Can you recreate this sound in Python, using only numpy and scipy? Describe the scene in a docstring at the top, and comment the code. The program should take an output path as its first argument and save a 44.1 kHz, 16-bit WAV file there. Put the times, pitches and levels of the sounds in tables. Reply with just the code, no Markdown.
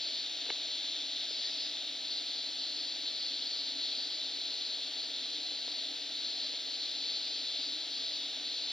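"""A chorus of cicadas sizzles in the trees beyond a shallow pond. Nearer ones sing short phrases,
mostly climbing, and the chorus swells with each. A cicada buzzes by clicking its timbals (small
drum skins) hundreds of times a second, which rings its hollow body. Underneath lie a faint far
rumble and the whir and hiss of a camera, whose housing rings with a few light knocks.
One far bird gives a short rising note, and later the thin drone of a far engine fades in."""
import sys
import numpy as np
from scipy import signal
from scipy.fft import rfft, irfft, next_fast_len
from scipy.io import wavfile
from scipy.ndimage import map_coordinates

SR = 44100
rng = np.random.default_rng(int(sys.argv[2]) if len(sys.argv) > 2 else 0)


def output_pcm(signal):
    """Save a mono or channel-first signal as 16-bit PCM at the path in sys.argv[1].

    Samples are clipped to [-1, 1] before scaling.
    """
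    pcm = np.clip(np.atleast_2d(signal).T, -1, 1) * 32767
    wavfile.write(sys.argv[1], SR, np.round(pcm).astype(np.int16))


N = 384552

# Tone of the farthest insects, blurred into a wash: frequency_hz, level_db
WASH_TONE = [(900, -65), (1600, -23.5), (2200, -16.5), (3000, -9), (3500, -1), (4150, 0), (4600, -3),
             (5000, -9.5), (5600, -13.5), (6100, -16.5), (6600, -17.5), (7450, -33.5), (8000, -48),
             (10000, -64)]
# The low voices sing harder at first, ease off, then slowly recover a little: time_s, boost_db
LOW_VOICE_EFFORT = [(0, 1.5), (1.65, 1.5), (1.9, 0.04), (4.6, 0.05), (8.72, .5)]
# Phrases of the near cicadas:
# start_s, length_s, click_rate_hz, rate_rise_hz, body_pitch_hz, level_db, chorus_swell_db
NEAR_PHRASES = [(-.2, 0.51, 366, 5.5, 4330, -44, 2.5), (.45, 0.88, 335, 21, 3700, -45.5, 1.5),
                (1.13, 0.64, 368.6, 16.5, 4810, -45.5, 2), (1.98, 0.57, 383, 2, 4450, -48.5, 3),
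                (2.55, .6, 398, 3, 4480, -55, 3.5), (3.03, .8, 347, 5.5, 4350, -51, 4.5),
                (3.742, 0.42, 353.5, 4, 4300, -43, 5), (4.06, 0.94, 341.3, 8.5, 4200, -51, 3),
                (4.878, 1.15, 323, 16.5, 4600, -56, 1.7), (6.104, 0.55, 339, 2.5, 4480, -48.5, 3.5),
                (6.68, 0.53, 308, 19, 4500, -53, 3.5), (6.98, .85, 379, 23.5, 4550, -45.5, 3.5),
                (7.89, 0.39, 380.4, -2, 4580, -44, 3.5), (8.4, 0.43, 362, 6.5, 4370, -48, 3)]
# How much louder the trees sound on the left than on the right: frequency_hz, boost_db
LEFT_BOOST = [(1500, -0.5), (2600, 1.6), (3100, 0.8), (3850, 2), (4200, 1.5), (5250, 3), (5750, -1),
              (6150, -7), (6550, 3), (8000, 3)]
# How far their sound waves are ahead on the left: frequency_hz, lead_radians
LEFT_LEAD = [(0, 0), (2900, .08), (3550, .4), (5500, .42), (6300, 2.4), (6800, 2.3), (7500, 3.1), (9000, 6)]
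# Tone of the far rumble: frequency_hz, level_db
RUMBLE_TONE = [(25, -58), (50, -54), (100, -21), (160, -8.5), (250, 9), (380, 2), (550, 3.5), (690, 6.5),
               (850, 2), (1300, 0.5), (2000, 0), (5000, -27.5)]
# Tone of the microphone hiss: frequency_hz, level_db
HISS_TONE = [(40, -27), (700, 8), (2500, -10.5), (7000, 7), (8400, 6.5), (9500, 0.5), (12000, -1.5),
             (15700, -9)]
# Narrow bands of noise in the camera's whir: pitch_hz, half_width_hz, relative_level_db
WHIR_BANDS = [(273.8, 25, -54), (303.5, 8.2, -60), (621.6, 10, -61.5), (1185.5, 7.2, -64.5)]
# Light knocks on the camera: start_s, peak_before_bass_cut_db, brightness_hz
CAMERA_KNOCKS = [(.464, -36, 2500), (0.49, -38, 800), (.502, -24, 4500), (.505, -27.5, 1800),
                 (1.309, -42, 350), (4.519, -43, 610), (5.519, -42, 550), (5.679, -38, 650),
                 (6.539, -41, 160)]
# Notes at which its housing rings: pitch_hz, relative_level_db, ring_s (time to fade by 60 dB)
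HOUSING_NOTES = [(159, -24, 0.028), (324, -15, 0.024), (455, -0.5, 0.022), (670, -4, 0.018),
                 (1040, 6.5, 0.013), (1570, 4, 0.01), (2210, 3, .012), (2880, 7, 0.016), (5570, 2, .005)]
# Narrow bands that the camera cuts out: centre_hz, width_hz
CAMERA_DIPS = [(220, 98), (1100, 294)]


def amp(db):
    """Turn decibels into a number to multiply a sound by."""
    return 10 ** (np.asarray(db) / 20)


def unit(sound):
    """Scale a sound so that its average strength (rms) is 1."""
    return sound / np.sqrt(np.mean(sound ** 2) + 1e-20)


def tone_gain(points, hz):
    """Read the gain at hz from a table of frequency_hz, level_db."""
    points_hz, db = np.transpose(points)
    return amp(np.interp(np.log(hz + 1), np.log(points_hz), db))


def wobble(per_second, size=N):
    """A smooth random curve that passes through per_second random values each second."""
    values = rng.standard_normal(int(N * per_second / SR) + 4)
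    return map_coordinates(values, [np.arange(size) * per_second / SR])


def filtered(sound, response):
    """Change a sound's tone: multiply each frequency in it by response(hz)."""
    size = sound.shape[-1]
    padded = next_fast_len(size + 8192)
    hz = np.fft.rfftfreq(padded, 1 / SR)
    return irfft(rfft(sound, padded) * response(hz), padded)[..., :size]


def band(centre_hz, half_width_hz, steepness):
    """A filter response that keeps the frequencies near centre_hz."""
    return lambda hz: 1 / (1 + ((hz - centre_hz) / half_width_hz) ** steepness)


def stereo_noise(response, side_db):
    """Filtered noise; the lower side_db is, the more alike left and right sound."""
    middle, side = filtered(rng.standard_normal((2, N)), response) * amp([[0], [side_db]])
    return unit(np.array([middle + side, middle - side]))


def add(track, start_s, sound):
    """Mix a sound into a track; a start below zero means it is already under way."""
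    at = round(start_s * SR)
    sound = sound[max(-at, 0):]
    part = track[max(at, 0):][:len(sound)]
    part += sound[:len(part)]


def timbal_clicks(rate_hz, jitter_cycles=.0022, scatter_db=1, max_clicks=600):
    """The timbals snap at a changing rate, each click a little off in time and strength."""
    size = len(rate_hz)
    cycles = np.cumsum(rate_hz) / SR
    late, strength = rng.standard_normal((max_clicks, 2))[:int(cycles[-1])].T
    click_at = np.interp(np.arange(len(late)) + jitter_cycles * late, cycles, np.arange(size))
    # a click falls between samples, so spread it over the 16 nearest
    nearby = click_at.astype(int)[:, None] + np.arange(-7, 9)
    offset = nearby - click_at[:, None]
    shape = np.sinc(offset) * np.cos(np.pi * offset / 16) ** 2
    clicks = shape * amp(scatter_db * strength)[:, None]
    return np.bincount(np.clip(nearby, 0, size - 1).ravel(), clicks.ravel(), size)


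def cicada_phrase(length_s, first_hz, last_hz, body_hz, flutter_db=2.5):
    """Clicks ring one insect's hollow body; the buzz swells and fades while the click rate glides."""
    progress = np.linspace(0, 1, round(length_s * SR))
    rate_hz = first_hz + (last_hz - first_hz) * np.sin(np.pi * progress / 2) ** 2
    clicks = timbal_clicks(rate_hz * (1 + .001 * wobble(40, len(progress))))
    buzz = filtered(clicks, band(body_hz, half_width_hz=506, steepness=4))
    # moving air makes the buzz flutter on its way
    buzz = unit(buzz * amp(flutter_db * wobble(16, len(progress))))
    rise_and_fall = np.abs(np.sin(np.pi * progress ** 1.3)) ** .7
    return buzz * rise_and_fall


def chorus_swell_db(join_s=.15, leave_s=.22):
    """Neighbours join in with each near phrase, hold, and drop out as it ends."""
    t = np.arange(N) / SR
    swell_db = np.zeros(N)
    for start_s, length_s, *_, db in NEAR_PHRASES:
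        joined = np.minimum((t - start_s) / join_s, (start_s + length_s - t) / leave_s)
        swell_db += db * np.clip(joined, 0, 1)
    return swell_db


def cicada_chorus(count=120, high_db=-43.5, low_db=-42, low_swell_share=.098):
    """Many insects sing overlapping phrases, mostly rising; the farthest merge into a wash."""
    buzz = np.zeros(N)
    for turn, (delay, length, pitch, rise, body) in enumerate(rng.random((count, 5))):
        first_hz = 320 + 90 * pitch
        last_hz = first_hz * (.997 + .016 * rise)
        voice = cicada_phrase(.14 + .1 * length, first_hz, last_hz, body_hz=3700 + 750 * body)
        # they take turns, so the sizzle never breaks off
        add(buzz, (turn + .5 * delay - 1) / count * N / SR, voice)
    wash = unit(filtered(rng.standard_normal(N), lambda hz: tone_gain(WASH_TONE, hz)))
    everyone = wash + amp(-4) * unit(buzz)
    high_voices = filtered(everyone, band(4620, half_width_hz=620, steepness=8))
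    low_voices = everyone - high_voices
    # the high voices take the full swell, the rest stay steadier
    swell_db = chorus_swell_db()
    effort_db = np.interp(np.arange(N) / SR, *np.transpose(LOW_VOICE_EFFORT))
    low_gain = amp(low_db + effort_db + low_swell_share * swell_db)
    return amp(high_db + swell_db) * unit(high_voices) + low_gain * unit(low_voices)


def near_cicadas():
    """Single insects close by stand out of the chorus."""
    track = np.zeros(N)
    for start_s, length_s, rate_hz, rise_hz, body_hz, db, _ in NEAR_PHRASES:
        add(track, start_s, amp(db) * cicada_phrase(length_s, rate_hz, rate_hz + rise_hz, body_hz))
    return track


def from_the_trees(sound, scatter_db=-19, echo_s=.31):
    """The insects sit a little to the left; leaves scatter some of their sound all round."""
    t = np.arange(SR // 5) / SR
    echo = rng.standard_normal(len(t)) * amp(-60 * t / echo_s)
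    scattered = amp(scatter_db) * signal.fftconvolve(sound, echo / np.linalg.norm(echo))[:N]
    sides = np.array([[1], [-1]])  # left, right

    def placement(hz):
        """Share the boost and the lead: half goes to the left, the opposite half to the right."""
        lead_radians = np.interp(hz, *np.transpose(LEFT_LEAD))
        return tone_gain(LEFT_BOOST, hz) ** (sides / 2) * np.exp(.5j * sides * lead_radians)

    return filtered(sound, placement) + scattered * sides


def far_rumble(level_db=-55):
    """A low, almost steady rumble comes from far over the water."""
    gain = amp(level_db + .17 * wobble(4.4))
    return gain * stereo_noise(lambda hz: tone_gain(RUMBLE_TONE, hz), side_db=-10)


def microphone_hiss(level_db=-67):
    """Each of the two microphones makes its own even hiss."""
    hiss = filtered(rng.standard_normal((2, N)), lambda hz: tone_gain(HISS_TONE, hz))
    return amp(level_db) * unit(hiss)


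def camera_whir(gain_db=-7):
    """The camera hums at a few fluttering pitches, nearly alike on both sides."""
    return sum(amp(db + gain_db) * stereo_noise(band(hz, half_width_hz, steepness=2), side_db=-20)
               for hz, half_width_hz, db in WHIR_BANDS)


def camera_knocks(attack_s=.00037, bass_cut_hz=150):
    """Short blows ring the camera's housing; soft ones stir mostly its low notes."""
    track = np.zeros(N)
    t = np.arange(SR // 10) / SR
    for start_s, peak_db, brightness_hz in CAMERA_KNOCKS:
        ring = np.zeros(len(t))
        for hz, db, ring_s in HOUSING_NOTES:
            fade = amp(db + rng.normal(0, 2) - 60 * t / ring_s)
            strength = rng.choice([-1, 1]) / (1 + (hz / brightness_hz) ** 2)
            ring += strength * fade * np.cos(2 * np.pi * hz * t)
        ring *= 1 - np.exp(-t / attack_s)
        add(track, start_s, amp(peak_db) * ring / np.abs(ring).max())
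    # the light housing gives no deep bass
    return signal.sosfilt(signal.butter(3, bass_cut_hz, "highpass", fs=SR, output="sos"), track)


def far_bird(start_s=1.41, length_s=.11, first_hz=1760, last_hz=1950, level_db=-52.5):
    """A bird gives one faint, slightly rough whistle that slides upward."""
    progress = np.linspace(0, 1, round(length_s * SR))
    phase = 2 * np.pi * np.cumsum(first_hz + (last_hz - first_hz) * progress) / SR
    whistle = np.sin(phase + .5 * wobble(156, len(progress)))
    track = np.zeros(N)
    add(track, start_s, amp(level_db) * np.sin(np.pi * progress) * whistle)
    return track


def far_engine(start_s=2.6, fade_s=.82, pitch_hz=452, climb_hz_per_s=1.5, waver_hz=6, level_db=-69.5):
    """A far engine fades in as one thin, wavering tone that creeps upward."""
    t = np.arange(N) / SR - start_s
    phase = 2 * np.pi * np.cumsum(pitch_hz + climb_hz_per_s * t + waver_hz * wobble(12)) / SR
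    fade_in = np.clip(t / fade_s, 0, 1)
    return amp(level_db) * fade_in * unit(np.sin(phase))


def scene():
    """Cicadas over a quiet background, joined by the knocks, the bird and the engine."""
    cicadas = from_the_trees(cicada_chorus() + near_cicadas())
    background = far_rumble() + microphone_hiss() + camera_whir()
    return cicadas + background + camera_knocks() + far_bird() + far_engine()


def record(dry):
    """The camera cuts out two narrow bands and the very highest treble."""
    def response(hz, top_hz=15730):
        """Falls to zero at the centre of each dip and above top_hz."""
        dips = [(centre_hz ** 2 - hz ** 2) / (centre_hz ** 2 - hz ** 2 + 1j * hz * width_hz)
                for centre_hz, width_hz in CAMERA_DIPS]
        return np.prod(dips, axis=0) * (hz < top_hz)

    return filtered(dry, response)


dry = scene()
out = record(dry)
output_pcm(out)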